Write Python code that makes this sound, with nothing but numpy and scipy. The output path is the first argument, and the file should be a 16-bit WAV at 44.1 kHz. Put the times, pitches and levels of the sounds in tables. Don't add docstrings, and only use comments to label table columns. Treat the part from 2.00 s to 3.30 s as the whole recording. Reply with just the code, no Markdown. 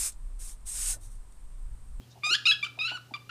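import sys
import numpy as np
from scipy import signal
from scipy.fft import rfft, irfft
from scipy.io import wavfile

SR = 44100
rng = np.random.default_rng(int(sys.argv[2]) if len(sys.argv) > 2 else 0)


def to_wav(sig):
    pcm = np.clip(np.atleast_2d(sig), -1, 1) * 32767
    pcm = np.round(pcm).astype(np.int16)
    wavfile.write(sys.argv[1], SR, pcm.T)


N = 57330
TIME = np.arange(N) / SR


def amp(db):
    return 10 ** (np.asarray(db) / 20)


def curve_at(points, hz):
    f, value = np.transpose(points)
    return np.interp(np.log(hz + 1), np.log(f + 1), value)


def noise(eq):
    x = irfft(rfft(rng.standard_normal(N)) * eq(np.fft.rfftfreq(N, 1 / SR)), N)
    return x / np.sqrt(np.mean(x ** 2) + 1e-20)


def noise_band(centre_hz, octaves):
    return noise(lambda f: np.exp(-.5 * (np.log2((f + 1) / centre_hz) / octaves) ** 2))


def wobble(rate_hz):
    return noise(lambda f: np.exp(-.5 * (f / rate_hz) ** 2))


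def swell(start, length):
    return np.sin(np.pi * np.clip((TIME - start) / length, 0, 1))


def padded_hits(hits, decay_s, octaves, attack_s=0.0019):
    out = np.zeros(N)
    for start, db, hz in hits:
        age = np.maximum(TIME - start, 0)
        envelope = np.minimum(age / attack_s, 1) * np.exp(-np.maximum(age - attack_s, 0) / decay_s)
        out += amp(db) * noise_band(hz, octaves) * envelope
    return out


# f/Hz, relative level/dB
ROOM_TONE_EQ = [(15, -52), (30, -14), (50, -11), (75, -1.5), (150, -2), (230, -5.5), (380, -9.5),
                (520, -13), (850, -15), (1200, -17.5), (2100, -22.5), (2900, -17), (3260, -21.5),
                (4260, -19.5), (7500, -24.5), (15000, -29.5)]

def room_tone(bed_db=-60, hum_db=-57, hum_hz=120):
    bed = noise(lambda f: amp(curve_at(ROOM_TONE_EQ, f)))
    hum = np.sqrt(2) * np.sin(2 * np.pi * hum_hz * TIME)
    return amp(bed_db) * bed + amp(hum_db) * hum


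# t/s, level/dB, f/Hz
THUD_CUES = [(0.0, -45.5, 265), (.165, -54, 297), (.235, -56.5, 362), (.306, -44.5, 353),
             (.512, -54.5, 359), (.783, -54.5, 345), (.918, -50.5, 314), (1.116, -47, 302)]

def thuds():
    return padded_hits(THUD_CUES, decay_s=0.0085, octaves=0.32)


# t/s, length/s, level/dB, start f/Hz, end f/Hz
SQUEAK_CUES = [(.005, 0.055, -63.5, 3170, 3330), (0.103, 0.043, -60, 3650, 3900),
               (0.22, 0.029, -50.5, 2310, 2480)]

def squeaks(waver=0.03, waver_hz=200):
    out = np.zeros(N)
    for start, length, db, from_hz, to_hz in SQUEAK_CUES:
        glide = np.interp(TIME, [start, start + length], [from_hz, to_hz])
        hz = glide * (1 + waver * wobble(waver_hz))
        out += amp(db) * swell(start, length) * np.sin(2 * np.pi * np.cumsum(hz) / SR)
    return out


# t/s, length/s, level/dB, centre f/Hz, width/octaves
CLOTH_CUES = [(0.093, 0.046, -60, 5300, 0.28)]

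def cloth():
    return sum(amp(db) * swell(start, length) ** 2 * noise_band(hz, octaves)
               for start, length, db, hz, octaves in CLOTH_CUES)


# t/s, level/dB, f/Hz
BUMP_CUES = [(.156, -53, 830), (.170, -54.5, 730), (.262, -45, 777), (.303, -56, 690), (.510, -55, 826),
             (.774, -46.5, 750), (.786, -52.5, 840), (.911, -40.5, 794), (.919, -45.5, 910),
             (1.107, -47.5, 726)]

def bumps():
    return padded_hits(BUMP_CUES, decay_s=0.013, octaves=0.22)


# f/Hz, gain/dB
THROAT_EQ = [(600, -48), (980, -39), (1220, -6.5), (1700, -11), (1950, -22), (2370, -0.5), (2800, 3),
             (3400, -4), (3650, -6.5), (3950, -0.5), (4300, -7.5), (4550, -5), (4950, -10), (5350, -12),
             (5950, -21), (6400, -19.5), (7300, -19), (8000, -31.5), (9300, -28), (10800, -32),
             (12000, -42), (15500, -47)]
# t/s, pitch/Hz, pre-EQ level/dB, fundamental lift/dB, treble lift/dB, edge lift/dB, roughness/0-1
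CRY_CURVES = [
    [(.234, 1180, -32, 5.5, -15, -24, 0.08), (.245, 1200, -29, 0, 1.5, -2.5, 0.1),
     (.268, 1241, -30.5, -0.5, -0.5, 9, 0.06), (.285, 1219, -32.5, 2.5, -2, 5.5, 0),
     (.304, 1301, -31.5, 0, 5, 6, 0.1), (.315, 1431, -34.5, 11, 10, 11.5, 0),
     (.324, 1433, -28.5, -0.5, 8, 6.5, 0.1), (.335, 1383, -25.5, -2.5, 8, 6, 0.13),
     (.338, 1481, -25.5, 1.5, 6, 7, 0), (.347, 1639, -25.5, 6.5, -3.5, 0, 0.41),
     (.354, 1758, -20.5, 5.5, 0.5, 0.5, 0.24), (.360, 1636, -26.5, -13, -11, -15, 0.05),
     (.366, 1330, -41, 3, -22, -1, 0)],
    [(.454, 1289, -27, -11, 0, -1, 0.1), (.460, 1223, -26.5, -9, 14, -5.5, 0.07),
     (.467, 1278, -23.5, -8.5, 3.5, 3, 0), (.473, 1405, -24.5, -5, 1, -3, 0.36),
     (.477, 1413, -21.5, -10, -11, -7.5, 0.08), (.485, 1324, -24, -10, 0.5, 3.5, 0),
     (.5125, 1292, -22, -16, 4, -8.5, 0.03), (.515, 1687, -21.5, 2, -7, -11, 0.17),
     (.522, 1676, -14.5, -6.5, -4.5, -18, 0.07), (.536, 1643, -20, -15, -19, -17, 0),
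     (.546, 1330, -50, 14, -7, 0, 0.3)],
    [(.627, 1205, -31, -12, -9, -7, 0.04), (.636, 1171, -22, -8, -16, -19.5, 0),
     (.645, 1190, -37.5, 3.5, -2, 6, 0), (.649, 1520, -31.5, -7, -9, -8, 0.45),
     (.657, 1520, -39.5, -10, -3, 2, 0.04), (.665, 1354, -47, 15.5, -23, 5, 0.26),
     (.676, 1205, -47.5, 1, 6, 4, 0.6)],
    [(.789, 1261, -32, -6, -8, -14, 0.18), (.801, 1224, -35, -38, 8.5, -25, 0),
     (.812, 1241, -30, -7, 1.5, -14, 0), (.823, 1324, -32, -11.5, -8.5, -9, 0.08),
     (.837, 1240, -34, -8.5, 0, -10, 0.07), (.856, 1363, -32, -1, -2, -3.5, .05),
     (.873, 1333, -37, -5.5, 5, -1, 0.17), (.883, 1492, -37.5, 7.5, 2, -8, 0.21),
     (.897, 1395, -37, -6.5, -2, -15, 0.58), (.920, 1456, -42, 11, -4, -3, 0.34),
     (.938, 1489, -43, 2, -1.5, -1, 0), (.956, 1462, -37.5, 9.5, -3.5, -3, 0.09),
     (.968, 1409, -48, 8.5, 0, 5.5, 0.15), (.979, 1220, -51, 19, -3, -4, 0.4)],
    [(1.138, 1178, -34.5, 6.5, -6, -22, 0.29), (1.144, 1179, -32.5, -3, -4.5, -21, 0.11),
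     (1.153, 1210, -42, 13, 3, -8, 0.14), (1.159, 1065, -51.5, 30, -8, 0, 0),
     (1.168, 900, -46, 39, -12, 3, 0.3)],
    [(1.293, 1385, -46, 12, 1, -4, .45), (1.305, 1360, -41.5, 9, -29, -12, 0.42)],
]

def cry(curve, attack_s=0.0011, release_s=0.0022):
    times, *lanes = np.transpose(curve)
    on = (TIME >= times[0]) & (TIME <= times[-1])
    t = TIME[on]
    pitch, db, fundamental_db, treble_db, edge_db, rough = (np.interp(t, times, v) for v in lanes)
    jitter = (0.0034 + 0.068 * rough) * wobble(rate_hz=390)[on]
    phase = 2 * np.pi * np.cumsum(pitch * (1 + jitter)) / SR
    harmonic = np.arange(1, 14)[:, None]
    hz = harmonic * pitch
    treble = np.interp(hz, [2550, 4450, 4800, 5400], [0, 1, 1, 0])
    edge = np.interp(hz, [4800, 5400], [0, 1]) * np.exp(-.5 * np.log2(hz / 5400) ** 2)
    lift_db = fundamental_db * (harmonic == 1) + treble_db * treble + edge_db * edge
    gains = amp(curve_at(THROAT_EQ, hz) + lift_db) * (hz < SR / 2)
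    shimmer = 0.58 * rough * wobble(rate_hz=586.8)[on]
    voice = np.sqrt(2) * (gains * np.sin(harmonic * phase)).sum(0) * (1 + shimmer)
    breath_gain = amp(-24) + amp(2.5) * rough ** 1.26
    breath = breath_gain * noise(lambda f: amp(curve_at(THROAT_EQ, f)))[on]
    gate = np.clip((t - times[0]) / attack_s, 0, 1) * np.clip((times[-1] - t) / release_s, 0, 1)
    out = np.zeros(N)
    out[on] = (voice + breath) * amp(db) * gate
    low_cut = signal.butter(4, 860, "high", fs=SR, output="sos")
    return signal.sosfilt(low_cut, out)


# delay/s, level/dB
REFLECTION_TAPS = [(.0083, -20.5), (0.0136, -14), (0.0223, -27), (.033, -20), (0.046, -32.5)]

def early_reflections(x):
    return sum(amp(db) * np.pad(x, (round(delay * SR), 0))[:N] for delay, db in REFLECTION_TAPS)


# f/Hz, T60/s
REVERB_TIMES = [(300, 0.13), (1300, 0.48), (2700, 0.36), (5000, 0.4), (12000, 0.27)]

def reverb(x, build_s=0.0047):
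    hz, t, bands = signal.stft(rng.standard_normal(N), SR, nperseg=256)
    decay = amp(-60 * t / curve_at(REVERB_TIMES, hz)[:, None])
    fade_in = np.minimum(TIME / build_s, 1) ** 2
    tail = signal.istft(bands * decay, SR)[1][:N] * fade_in
    return signal.fftconvolve(x, tail / np.linalg.norm(tail))[:N]


def scene(reverb_db=-14):
    movements = thuds() + squeaks() + cloth() + bumps()
    direct = movements + sum(cry(curve) for curve in CRY_CURVES)
    return (room_tone() + direct + early_reflections(direct) + amp(reverb_db) * reverb(direct))[None]


def record(dry, cutoff_hz=15450):
    high_cut = signal.firwin(511, cutoff_hz, window=("kaiser", 9), fs=SR)
    return signal.oaconvolve(dry, high_cut[None], "same")


dry = scene()
out = record(dry)
to_wav(out)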